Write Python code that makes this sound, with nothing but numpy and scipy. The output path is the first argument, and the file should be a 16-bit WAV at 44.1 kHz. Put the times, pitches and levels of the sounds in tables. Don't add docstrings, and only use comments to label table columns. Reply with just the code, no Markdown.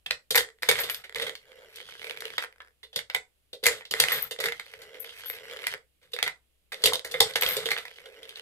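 import sys
import numpy as np
from scipy import signal
from scipy.fft import rfft, irfft, next_fast_len
from scipy.io import wavfile
from scipy.ndimage import uniform_filter1d

SR = 44100
rng = np.random.default_rng(int(sys.argv[2]) if len(sys.argv) > 2 else 0)


def natural_amplitude(level_db):
    exponent = np.asarray(level_db, float) / 20
    return 10 ** exponent


def log_audio(samples):
    frames = np.atleast_2d(samples).T
    limited = np.clip(frames, -1, 1)
    pcm = np.round(limited * 32767).astype(np.int16)
    wavfile.write(sys.argv[1], SR, pcm)


N = 370881
T = np.arange(5000) / SR
LEAD = 110
SPOT_HZ = np.geomspace(1300, 4500, 10)


def evened(x):
    return x / np.sqrt(np.mean(x ** 2) + 1e-20)


def read(points, hz):
    f, value = np.transpose(points)
    return np.interp(np.log(hz + 1), np.log(f + 1), value)


def add(mix, s, sound):
    part = mix[:, round(s * SR):][:, :sound.shape[1]]
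    part += sound[:, :part.shape[1]]


def coloured(x, points, share=1):
    n = x.shape[-1]
    size = next_fast_len(n)
    gain = natural_amplitude(share * read(points, np.fft.rfftfreq(size, 1 / SR)))
    return irfft(rfft(x, size) * gain, size)[..., :n]


# pitch_hz [Hz], level_db [dB per Hz]
ROOM_TONE = [(30, -14.5), (300, -31), (510, -29), (900, -39.5), (3200, -34), (6000, -41.5), (11000, -34.5),
             (15500, -43.5)]


def air():
    a, b, waver = rng.standard_normal((3, N))
    hum_db = -76.5 + 3.0 * evened(uniform_filter1d(waver, 2500))
    hum = natural_amplitude(hum_db) * np.sin(2 * np.pi * 63 * np.arange(N) / SR)
    hiss = evened(coloured(np.array([a, .5 * a + 1.9 * b]), ROOM_TONE))
    return natural_amplitude(-73) * hiss + hum


# pitch_hz [Hz], t60_s [s]
ROOM_DECAY = [(300, 0.22), (1000, 0.2), (3000, 0.15), (8000, 0.21), (15000, 0.02)]


def echo(x):
    taps = np.zeros((2, 16000))
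    at = np.arange(300, 15960, 20) + rng.integers(0, 20, (2, 783))
    np.put_along_axis(taps, at, rng.choice([-1., 1.], at.shape), 1)
    hz, t, z = signal.stft(taps, SR, nperseg=256)
    same = np.exp(-(hz[:, None] / 800) ** 2)
    z[1] = same * z[0] + np.sqrt(1 - same ** 2) * z[1]
    decay = natural_amplitude(-60 * t / read(ROOM_DECAY, hz)[:, None])
    tail = signal.istft(z * decay, SR, nperseg=256)[1]
    return signal.oaconvolve(x[None], tail / np.linalg.norm(tail[0]), axes=1)[:, :N]


def room(x):
    turn = 2 * np.pi * 7 * np.arange(N) / SR
    mono = x.mean(0) * np.sqrt(2 / 3)
    return sum(echo(mono * np.cos(turn + k * np.pi / 3)) for k in range(3))


# start_s [s], hardest_s [s], end_s [s], pressure_db [dB], hollow_db [dB]
STROKES = [
    (0.618, 0.786, 1.03, -35.5, -14.5),
    (1.148, 1.217, 1.35, -38, -2.5),
    (3.628, 3.714, 3.82, -37, -4),
    (3.906, 4.132, 4.29, -31, -12.5),
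    (4.408, 4.43, 4.52, -38, -6),
    (6.007, 6.033, 6.13, -62, -4.5),
    (6.718, 6.94, 7.02, -45, -0.5),
    (7.054, 7.308, 7.34, -41, -4.5),
    (7.411, 7.423, 7.85, -31, -12),
]


def stroke(start, top, end, db, hollow_db):
    swell = ((start, db - 14), (top, db), (end, db - 21))
    return [(s, d, d + hollow_db, d - 7) for s, d in swell]


# start_s [s], end_s [s], first_hollow_pass_s [s], level_db [dB], speed_gain [dB per s]
DESCENTS = [
    (1.349, 2.459, 1.58, -60, 14.5),
    (2.501, 2.734, 2.62, -84.5, -13),
    (4.522, 5.762, 4.3, -56, 10),
    (7.85, 8.412, 7.56, -56.5, 6),
]


def descent(start, end, passes, db, db_per_s):
    lap_s, edge = .6, 2.6
    near = np.array([-3, 1.5, -12, 1900])
    far = np.array([0.5, -12, -6, 3100])
    s = np.linspace(start, end, 40)[:, None]
    away = .5 - .5 * np.tanh(edge * np.cos(2 * np.pi * (s - passes) / lap_s))
    lap = near + away * (far - near)
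    speed_db = db_per_s * (s - start) * [1, .35, 1]
    return np.column_stack([s, lap[:, :3] + db + speed_db, lap[:, 3]])


# pitch_hz [Hz], level_db [dB per Hz]
TABLE_RUMBLE = [(40, -13.5), (70, -3.5), (155, 1), (230, -9.5), (400, -40.5)]


def handling():
    t = np.arange(N) / SR
    pressure = np.zeros(N)
    for shape, rows, gain_db in ((stroke, STROKES, 0), (descent, DESCENTS, -7.0)):
        for row in rows:
            s, db = np.transpose(shape(*row))[:2]
            pressure += natural_amplitude(np.interp(t, s, 0.62 * db + gain_db, -200, -200))
    rumble, lumps = rng.standard_normal((2, N))
    lumps_db = -39 + 3.3 * evened(uniform_filter1d(lumps, 1200))
    return evened(coloured(rumble, TABLE_RUMBLE)) * natural_amplitude(lumps_db) * uniform_filter1d(pressure, 600)


def ring(modes, spread_db, detune, twist):
    hz, db, t60 = np.transpose(modes)[:, :, None]
    spot, tune, left, right = rng.standard_normal((4, len(hz), 1))
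    t = T[:round(t60.max() * SR) + 200]
    body = natural_amplitude(db + spread_db * spot - 60 * t / t60)
    turn = 2 * np.pi * hz * (1 + detune * tune) * t
    pair = np.array([(body * np.sin(turn + twist * port)).sum(0) for port in (left, right)])
    padded = np.pad(pair, ((0, 0), (0, len(T) - len(t))))
    return padded / np.sqrt(np.mean(pair[:, :200] ** 2))


# start_s [s], level_db [dB], pitch_hz [Hz], t60_s [s]
COINS = [(0.357, -26.5, 12750, 0.15), (0.801, -31.5, 12800, 0.14), (0.901, -36.5, 12550, 0.22),
         (.945, -50, 13000, 0.15), (4.121, -37.5, 13100, 0.6), (4.124, -34, 12160, 0.14),
         (4.223, -31.5, 13400, 0.12), (4.228, -41, 12300, 0.14), (4.997, -41.5, 13000, 0.12),
         (5.0, -45.5, 11600, 0.16), (5.188, -56, 12500, 0.079), (5.258, -40, 12900, 0.23),
         (5.283, -45, 11700, 0.17), (5.292, -40, 12900, 0.13), (7.411, -31.5, 12500, 0.19),
         (7.415, -34, 13500, 0.11), (7.469, -42, 14000, 0.13), (7.488, -33, 12840, 0.23),
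         (7.532, -36.5, 12770, 0.068)]


def coins():
    out = np.zeros((2, N))
    for s, db, hz, t60 in COINS:
        shake, buzz = rng.standard_normal((2, len(T)))
        slow = .5 * evened(uniform_filter1d(shake, 150))
        fast = .45 * evened(uniform_filter1d(buzz, 14))
        split = [(hz, 0, t60), (hz * 1.006, -5, t60)]
        add(out, s, natural_amplitude(db) * (1 + slow + fast) * ring(split, spread_db=1.5, detune=.001, twist=1.2))
    return out


# pitch_hz [Hz], level_db [dB]
SHELL = [(630, -6.5), (850, 6), (1020, 3), (1500, -7), (1900, 3), (2085, 13.5), (2200, -7), (2420, 2.5),
         (2900, 10), (3300, 15.5), (3600, 18.5), (3960, 13.5), (4440, 10.5), (4880, -4.5)]
# pitch_hz [Hz], level_db [dB]
RAMP = [(790, -6.5), (990, 3.5), (1520, -12), (1680, 0.5), (1850, 5.5), (2060, 8.5), (2250, 9), (2600, 4),
        (2950, 12), (3300, 14), (3650, 12), (4200, 7), (4800, -8)]
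# pitch_hz [Hz], level_db [dB], t60_s [s]
HOLLOW = [(353, -13.5, 0.03), (454.8, 3, 0.057), (478, 6.5, 0.056), (517.5, 1.5, 0.072),
          (602.7, -3.5, 0.06)]
# pitch_hz [Hz], level_db [dB per Hz]
TICK = [(2650, -28.5), (4500, -1.5), (5510, -11), (9160, -11.5), (11400, -11.5), (13100, -11.5),
        (15400, -28), (16000, -33)]


def contact(spot_hz, chatter_db, body, chatter_s=0.099, ring_s=.02):
    modes = []
    for hz, db in [*body, (spot_hz, 12.0)]:
        focus_db = -6.5 * np.log2(hz / spot_hz) ** 2
        modes.append((hz, db + focus_db, ring_s * np.sqrt(1000 / hz)))
    crack = natural_amplitude(2.5) * np.sin(2 * np.pi * spot_hz * T) * np.exp(-(T * spot_hz / 1.4) ** 2)
    shell = ring(modes, spread_db=2.5, detune=.015, twist=.75) * (1 - np.exp(-T / 0.0002))
    thin = signal.butter(2, 600, "high", fs=SR)
    shell = signal.lfilter(*thin, crack + shell)
    hollow = ring(HOLLOW, spread_db=2.5, detune=.03, twist=.3) * (1 - np.exp(-T / .007))

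    a, b, loose = rng.standard_normal((3, len(T)))
    since = T - LEAD / SR
    fade = np.maximum(since / chatter_s, -since / 0.028)
    force = loose ** 3 * natural_amplitude(chatter_db - 60 * fade)
    force[LEAD] = 1
    flash = natural_amplitude(-60 * T / .006) * (1 - np.exp(-T / .0004))
    parts = [shell, hollow, [flash ** 2] * 2]
    forces = np.array([force, force, force ** 2])[:, None]
    shell, hollow, power = signal.fftconvolve(parts, forces, axes=2)[..., :len(T)]
    hiss = coloured(np.array([a, .5 * a + 1.41 * b]), TICK)
    return np.array([shell, hollow, evened(hiss) * np.sqrt(np.abs(power))])


def patches(body, ring_s):
    spots = np.array([contact(hz, -56.0, body, ring_s=ring_s)[:, :, :2500] for hz in SPOT_HZ])
    return spots / np.sqrt((spots ** 2).mean(2, keepdims=True).sum(3, keepdims=True))


def rattle(rows, clicks, spot_hz, spots):
    s, *levels = np.transpose(rows)[:4]
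    t = s[0] + np.arange(len(clicks)) / SR
    patch = np.abs(np.log(spot_hz[:, None] / SPOT_HZ)).argmin(1)
    clicks = evened(clicks) * signal.windows.tukey(len(t), .08)
    force = np.array([natural_amplitude(np.interp(t, s, db)) * clicks for db in levels])
    size = next_fast_len(len(t) + spots.shape[-1])
    spectrum = 0
    for k, spot in enumerate(spots):
        hits = rfft(force * (patch == k), size)
        spectrum = spectrum + (hits[:, None] * rfft(spot, size)).sum(0)
    return s[0], irfft(spectrum, size)


def scrape(rows, spots, per_s=2500, size_db=3.0):
    chance, size, place = rng.random((3, round((rows[-1][0] - rows[0][0]) * SR)))
    sign = np.sign(place % .02 - .01)
    slips = natural_amplitude(-size_db * np.log(size + 0.0098)) * (chance < per_s / SR) * sign
    return rattle(rows, slips, 1300 * 3.1 ** place, spots)


def roll(rows, spots, hops_per_s=80, grit_per_s=700, grit_db=-6.0, size_db=4.0, swell_db=2.5):
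    chance, size, place = rng.random((3, round((rows[-1][0] - rows[0][0]) * SR)))
    pace = hops_per_s * (1 + 0.41 * evened(uniform_filter1d(chance - .5, 500)))
    landings = np.diff(np.floor(np.cumsum(np.abs(pace)) / SR), prepend=0)
    grit = natural_amplitude(grit_db) * (chance < grit_per_s / SR)
    pressure_db = swell_db * evened(uniform_filter1d(size - .5, 2500))
    clicks = natural_amplitude(pressure_db - size_db * np.log(size + .3)) * (landings + grit)
    s, *_, hz = np.transpose(rows)
    wander = 1.12 ** evened(uniform_filter1d(place - .5, 3000))
    lap_hz = np.interp(s[0] + np.arange(len(size)) / SR, s, hz)
    return rattle(rows, clicks, lap_hz * wander * 1.15 ** (place - .5), spots)


def moving_parts():
    out = np.zeros((2, N))
    kinds = ((scrape, stroke, STROKES, SHELL, .012), (roll, descent, DESCENTS, RAMP, .02))
    for play, shape, rows, body, ring_s in kinds:
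        spots = patches(body, ring_s)
        for row in rows:
            add(out, *play(shape(*row), spots))
    return out


# start_s [s], peak_db [dB], pitch_hz [Hz]
FIRST_HOPS = [(1.4549, -47, 1980), (1.4736, -55, 2110), (1.4832, -51, 2110), (1.512, -56, 2070),
              (1.518, -40, 2150), (1.5302, -42, 1720), (1.6286, -52, 2150), (1.7185, -54, 1460),
              (1.738, -56, 3230), (1.772, -30, 3140), (1.7839, -34, 2150), (1.8027, -30, 2200),
              (1.8137, -30, 3570), (1.829, -35, 3660), (1.8647, -44, 3360), (1.8756, -50, 3320),
              (1.8887, -33, 1510), (1.8988, -37, 4010), (1.914, -41, 3660), (1.9231, -33, 2240),
              (1.9526, -34, 1680), (1.9952, -29.5, 3190), (2.0171, -29, 2150), (2.0287, -31, 2200),
              (2.0439, -25, 2280), (2.0691, -27, 2330), (2.0966, -20, 3230), (2.1092, -21, 2330),
              (2.1453, -36, 1680), (2.1525, -42, 2280), (2.1639, -36, 2280), (2.1732, -26, 2280),
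              (2.1965, -46.5, 2670), (2.2217, -23, 1770), (2.2404, -35, 2200), (2.2542, -18, 3230),
              (2.2701, -29, 3230), (2.2806, -32, 2200), (2.3034, -28, 2240), (2.3259, -41, 1680),
              (2.3376, -29, 1720), (2.4387, -22.5, 1590), (2.4465, -25.5, 1850), (2.5261, -41, 2020),
              (2.5602, -48, 1590), (2.5824, -47, 1810), (2.6197, -39, 1810), (2.648, -44.5, 1680),
              (2.6627, -51.5, 1810), (2.6742, -46, 1810), (2.6825, -46.5, 1810), (2.7071, -56.5, 1770)]
SECOND_HOPS = [(4.6647, -35, 2070), (4.6824, -47, 2150), (4.7181, -50, 2070), (4.725, -46, 1980),
               (4.7377, -28.5, 2020), (4.795, -46, 1640), (4.8039, -49, 1640), (4.8303, -42, 1770),
               (4.851, -44, 1680), (4.8901, -49, 1640), (4.9446, -35, 2150), (4.9551, -35, 2020),
               (4.971, -42, 2200), (4.9846, -42, 2110), (5.0267, -42, 2200), (5.0463, -29, 2070),
               (5.0758, -36, 1720), (5.1019, -36, 3450), (5.1243, -38, 1770), (5.15, -48, 3060),
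               (5.159, -44, 1810), (5.1997, -45, 3270), (5.2192, -39, 3660), (5.2363, -33, 1590),
               (5.246, -31, 3270), (5.2594, -35, 1550), (5.2696, -38, 3010), (5.2827, -32, 3010),
               (5.3213, -35, 2580), (5.3381, -28, 2580), (5.375, -42, 2280), (5.386, -34, 2330),
               (5.4542, -34, 1850), (5.4835, -35, 1770), (5.4984, -32, 2280), (5.5115, -26, 3320),
               (5.5276, -32, 1770), (5.5519, -39, 1980), (5.5631, -28, 1770), (5.5704, -25, 3320),
               (5.5903, -29, 2150), (5.5967, -33, 2150), (5.6104, -42, 2200), (5.62, -32, 2280),
               (5.6322, -31, 1680), (5.6483, -32, 2280), (5.707, -35, 1850), (5.7259, -25, 1770),
               (5.7386, -18.5, 1940), (5.7454, -26.5, 1770)]
THIRD_HOPS = [(7.8815, -32, 2370), (7.913, -34, 2020), (7.9636, -38, 3920), (7.985, -33.5, 2110),
              (8.0025, -39, 2020), (8.1427, -43, 2110), (8.1713, -44, 1980), (8.187, -51.5, 2020),
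              (8.254, -33, 3230), (8.308, -32, 3660), (8.319, -41, 2670), (8.326, -40, 1720),
              (8.3369, -47, 1680), (8.3516, -46, 1810), (8.3713, -27, 2970), (8.3962, -26, 3230)]
# start_s [s], peak_db [dB], pitch_hz [Hz]
CLICKS = [(0.3471, -11, 2000), (.4074, -16, 1845), (.4883, -34.5, 1870), (.5866, -49.5, 1900),
          (.632, -13, 1830), (1.0952, -30, 1905), (1.1474, -20, 3390), (1.1845, -22, 3580),
          (1.2949, -18, 2140), (3.9384, -10.5, 1900), (4.0957, -28, 2060), (6.956, -13, 4715),
          (6.9944, -20, 3420), (7.5976, -35, 3660), (7.6883, -16, 1940), (5.3, -20.5, 2056),
          (5.778, -38, 1980), (3.9914, -27, 2300), (2.9553, -39.5, 4310), (3.1373, -37, 1590),
          (4.1295, -19, 1900), (1.1249, -34, 1890), (4.3627, -33, 1890), (4.5793, -38, 3320),
          (7.7845, -21, 4600), (6.0163, -56, 2100), (6.0321, -52, 2070), (6.0751, -56, 2020),
          (.43, -26.5, 1880), (.447, -30.5, 1870), (7.3578, -11, 2100), (2.3812, -15, 3300),
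          (3.1, -24, 3500), (.502, -40, 1880), (1.06, -41, 1950),
          (0.7824, -25, 2040), (0.8014, -22, 1780), (0.8114, -20, 2010), (0.8907, -23, 1930),
           (1.2142, -28, 3420), (3.1626, -20, 2090), (3.6859, -14, 1880), (3.7244, -25, 1820),
           (3.7813, -38, 1900), (3.9143, -27, 4270), (3.9669, -26, 1850), (4.1114, -24, 1910),
           (4.1525, -23, 2070), (4.1664, -27, 2160), (4.1924, -23, 1770), (6.1644, -23, 2060),
           (6.3607, -52.5, 2290), (6.7438, -21, 3950), (6.8984, -23, 1850), (7.4344, -10.5, 2070),
           (7.4514, -26, 1760), (7.4895, -15, 2070), (7.5085, -19, 2010), (7.7332, -21, 2070),
           (7.7447, -29, 3440)]


def hops():
    out = np.zeros((2, N))
    balls = [*FIRST_HOPS, *SECOND_HOPS, *THIRD_HOPS]
    lever = CLICKS
    for rows, body, ring_s, tick_db in ((balls, RAMP, 0.02, -11.0), (lever, SHELL, 0.014, -9.0)):
        part_gain = natural_amplitude([0, -10.0, tick_db])[:, None, None]
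        spots = (patches(body, ring_s) * part_gain).sum(1)[..., LEAD:]
        at = np.arange(spots.shape[-1])
        for s, db, spot_hz in rows:
            k = np.abs(np.log(spot_hz / SPOT_HZ)).argmin()
            stretched = at * spot_hz / SPOT_HZ[k]
            click = np.array([np.interp(stretched, at, port) for port in spots[k]])
            add(out, s, natural_amplitude(db + 1) * click / np.abs(click).max())
    return out


# pitch_hz [Hz], level_db [dB], t60_s [s]
THUMP = [(151.5, -2.5, 0.1), (110, -7.5, 0.087), (66, -2, 0.073)]
# start_s [s], peak_db [dB], pitch_hz [Hz], tick_db [dB]
SLACK = [(.3555, -16, 1910, -6.5), (.624, -33, 1870, -7), (.7888, -26, 2000, -10),
         (1.041, -40.5, 2190, -16.5), (1.268, -31, 2044, -15), (2.8332, -47, 3480, -15.5),
         (2.9312, -46, 3630, -21), (3.6386, -26, 3610, -8.5), (3.911, -28, 4180, -6),
         (4.3116, -33, 3460, -7.5), (4.4025, -28.5, 2080, -8), (4.4398, -26.5, 1990, -10.5),
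         (6.1191, -64, 3450, -4), (6.1358, -32, 3720, -13), (6.7217, -34, 2160, -12.5),
         (6.8223, -41, 3990, -11.5), (7.1138, -39, 4970, -4.5)]
# start_s [s], peak_db [dB], pitch_hz [Hz], tick_db [dB], extra_hollow_db [dB]
BUMPS = [(.3077, -22, 3810, -1.5, -1.5), (.377, -17, 1880, -3.5, -3.5), (.8365, -26.5, 3260, -11.5, -1.5),
         (1.1591, -27.5, 2180, -12.5, -2.5), (1.2221, -24.5, 3260, -17, -1),
         (2.9612, -19.5, 3640, -10, -4.5), (3.5322, -36, 4120, -14.5, 5), (3.631, -40.5, 3470, -18, 10),
         (4.3894, -33, 3580, -19, 6.5), (4.4578, -20, 1965, -10.5, -3.5), (4.8187, -43, 1730, -7.5, -1),
         (6.2642, -29, 2100, -23, -8), (6.9345, -20, 3750, -7.5, -3), (7.0488, -30, 1940, -6, -2.5),
         (7.1417, -24.5, 1840, -20, -1), (7.568, -22, 3650, -6.5, 2), (7.658, -22.5, 3613, -12, 0),
         (8.0576, -43.5, 1660, -14, 3)]
# start_s [s], peak_db [dB], pitch_hz [Hz], tick_db [dB], extra_hollow_db [dB]
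STOPS = [(.6892, -6.5, 2260, -8.5, 2), (.7133, -14, 2060, -9.5, -6), (3.6576, -14, 2100, -7.5, -4),
         (3.6657, -10, 2070, -3, 0), (4.0013, -7, 2970, -4.5, -4.5), (6.8394, -9.5, 4380, -9, 0.5),
         (6.8579, -10, 3500, -8.5, 2), (7.205, -4.5, 4300, -7.5, 0.5), (7.3576, -14, 2060, -11.5, -5),
         (7.4108, -26.5, 2200, -6, 0), (7.4228, -17, 2080, -10, 1), (7.4638, -19, 3400, -11.5, 2.5),
         (7.7074, -20, 2300, -14, -5), (7.7776, -24.5, 2300, -18, 0), (7.716, -18, 2170, -13, -5),
         (6.874, -17.5, 1950, -13, 7), (.381, -13.5, 3700, -9, -3), (6.861, -13.5, 3400, -4.5, -1),
         (7.2068, -19, 810, -25, -4), (6.923, -28.5, 1000, -24, -4)]
# start_s [s], peak_db [dB], pitch_hz [Hz], tick_db [dB]
DROPS = [(.0629, -26, 2600, -17), (.109, -14, 2603, -16), (.756, -24, 2160, -16),
         (1.1984, -23.5, 2010, -16), (2.2059, -35, 2276, -1.5), (3.1481, -15, 2196, -11.5),
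         (3.8536, -34, 4150, -17.5), (4.0385, -13.5, 1900, -12.5), (4.12, -19.5, 1940, -12),
         (4.5223, -22.5, 2040, -17.5), (4.5974, -28, 2034, -14), (6.2276, -13, 2180, -9),
         (7.337, -31.5, 4180, -14), (7.7648, -27.5, 1630, -36), (7.8538, -30, 2020, -16.5),
         (8.2314, -37, 3660, -15), (8.3581, -35, 3460, -35)]
# start_s [s], peak_db [dB], pitch_hz [Hz], tick_db [dB]
RIMS = [(.898, -20.5, 2400, -9), (.9457, -27.5, 3580, -5.5), (1.3533, -31, 4200, -13.5),
        (1.7589, -43, 3210, 2), (2.382, -14.5, 1970, -20.5), (2.4243, -26.5, 1600, -15),
        (2.604, -35.5, 1750, -30), (2.9905, -24.5, 2180, -12), (3.0998, -27, 2270, -22),
        (3.8095, -34.5, 1900, -29), (4.0851, -16.5, 1970, -13.5), (4.4858, -22, 1970, -18),
        (5.0931, -38.5, 3340, -19), (5.1861, -44, 3250, -15), (5.6411, -27.5, 2180, -36),
        (5.6686, -19, 2040, -6.5), (6.1886, -19.5, 2050, -22), (6.2776, -19, 2100, -14.5),
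        (8.293, -36, 3330, -9)]
# rows, modes struck, hollow_db [dB], chatter_db [dB]
KINDS = [(SLACK, SHELL, -10, -30), (BUMPS, SHELL, -4.5, -34), (STOPS, SHELL, -12, -35.5),
         (DROPS, SHELL, -17.5, -41.5), (RIMS, RAMP, -36, -41.5)]


def knocks():
    out = np.zeros((2, N))
    for rows, body, hollow_db, chatter_db in KINDS:
        for s, db, spot_hz, tick_db, *extra_db in rows:
            loose_db = chatter_db - 0.2 * (db + 23)
            shell, hollow, tick = contact(spot_hz, loose_db, body)
            thump = ring(THUMP, spread_db=4.5, detune=0.089, twist=0.18) * (1 - np.exp(-T / 0.011))
            low = natural_amplitude(hollow_db + sum(extra_db) + 6.5) * hollow + natural_amplitude(0.8 * hollow_db - 12.5) * thump
            add(out, s - LEAD / SR, natural_amplitude(db - 4.0) * (shell + low + natural_amplitude(tick_db + 16.5) * tick))
    return out


def scene():
    toy = knocks() + hops() + moving_parts() + coins() + handling()
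    return toy + natural_amplitude(-10.5) * room(toy) + air()


# pitch_hz [Hz], left_minus_right_db [dB]
PORTS = [(100, 6), (600, -2.5), (1500, 0.5), (2800, -7), (6000, 4), (12000, 13)]


def microphone_ports(dry):
    left, right = coloured(dry, PORTS, np.array([[.5], [-.5]]))
    late = np.roll(right, 6)
    rounded = .85 * np.tanh(np.array([left, late]) / .85)
    top = signal.firwin(255, 15700, window=("kaiser", 8), fs=SR)
    return signal.oaconvolve(rounded, top[None], "same", axes=1)


def top_cut(x):
    return signal.sosfilt(signal.butter(12, 16480, fs=SR, output="sos"), x)


def record(dry):
    mix = microphone_ports(dry)
    return top_cut(mix)


dry = scene()
out = record(dry)
log_audio(out)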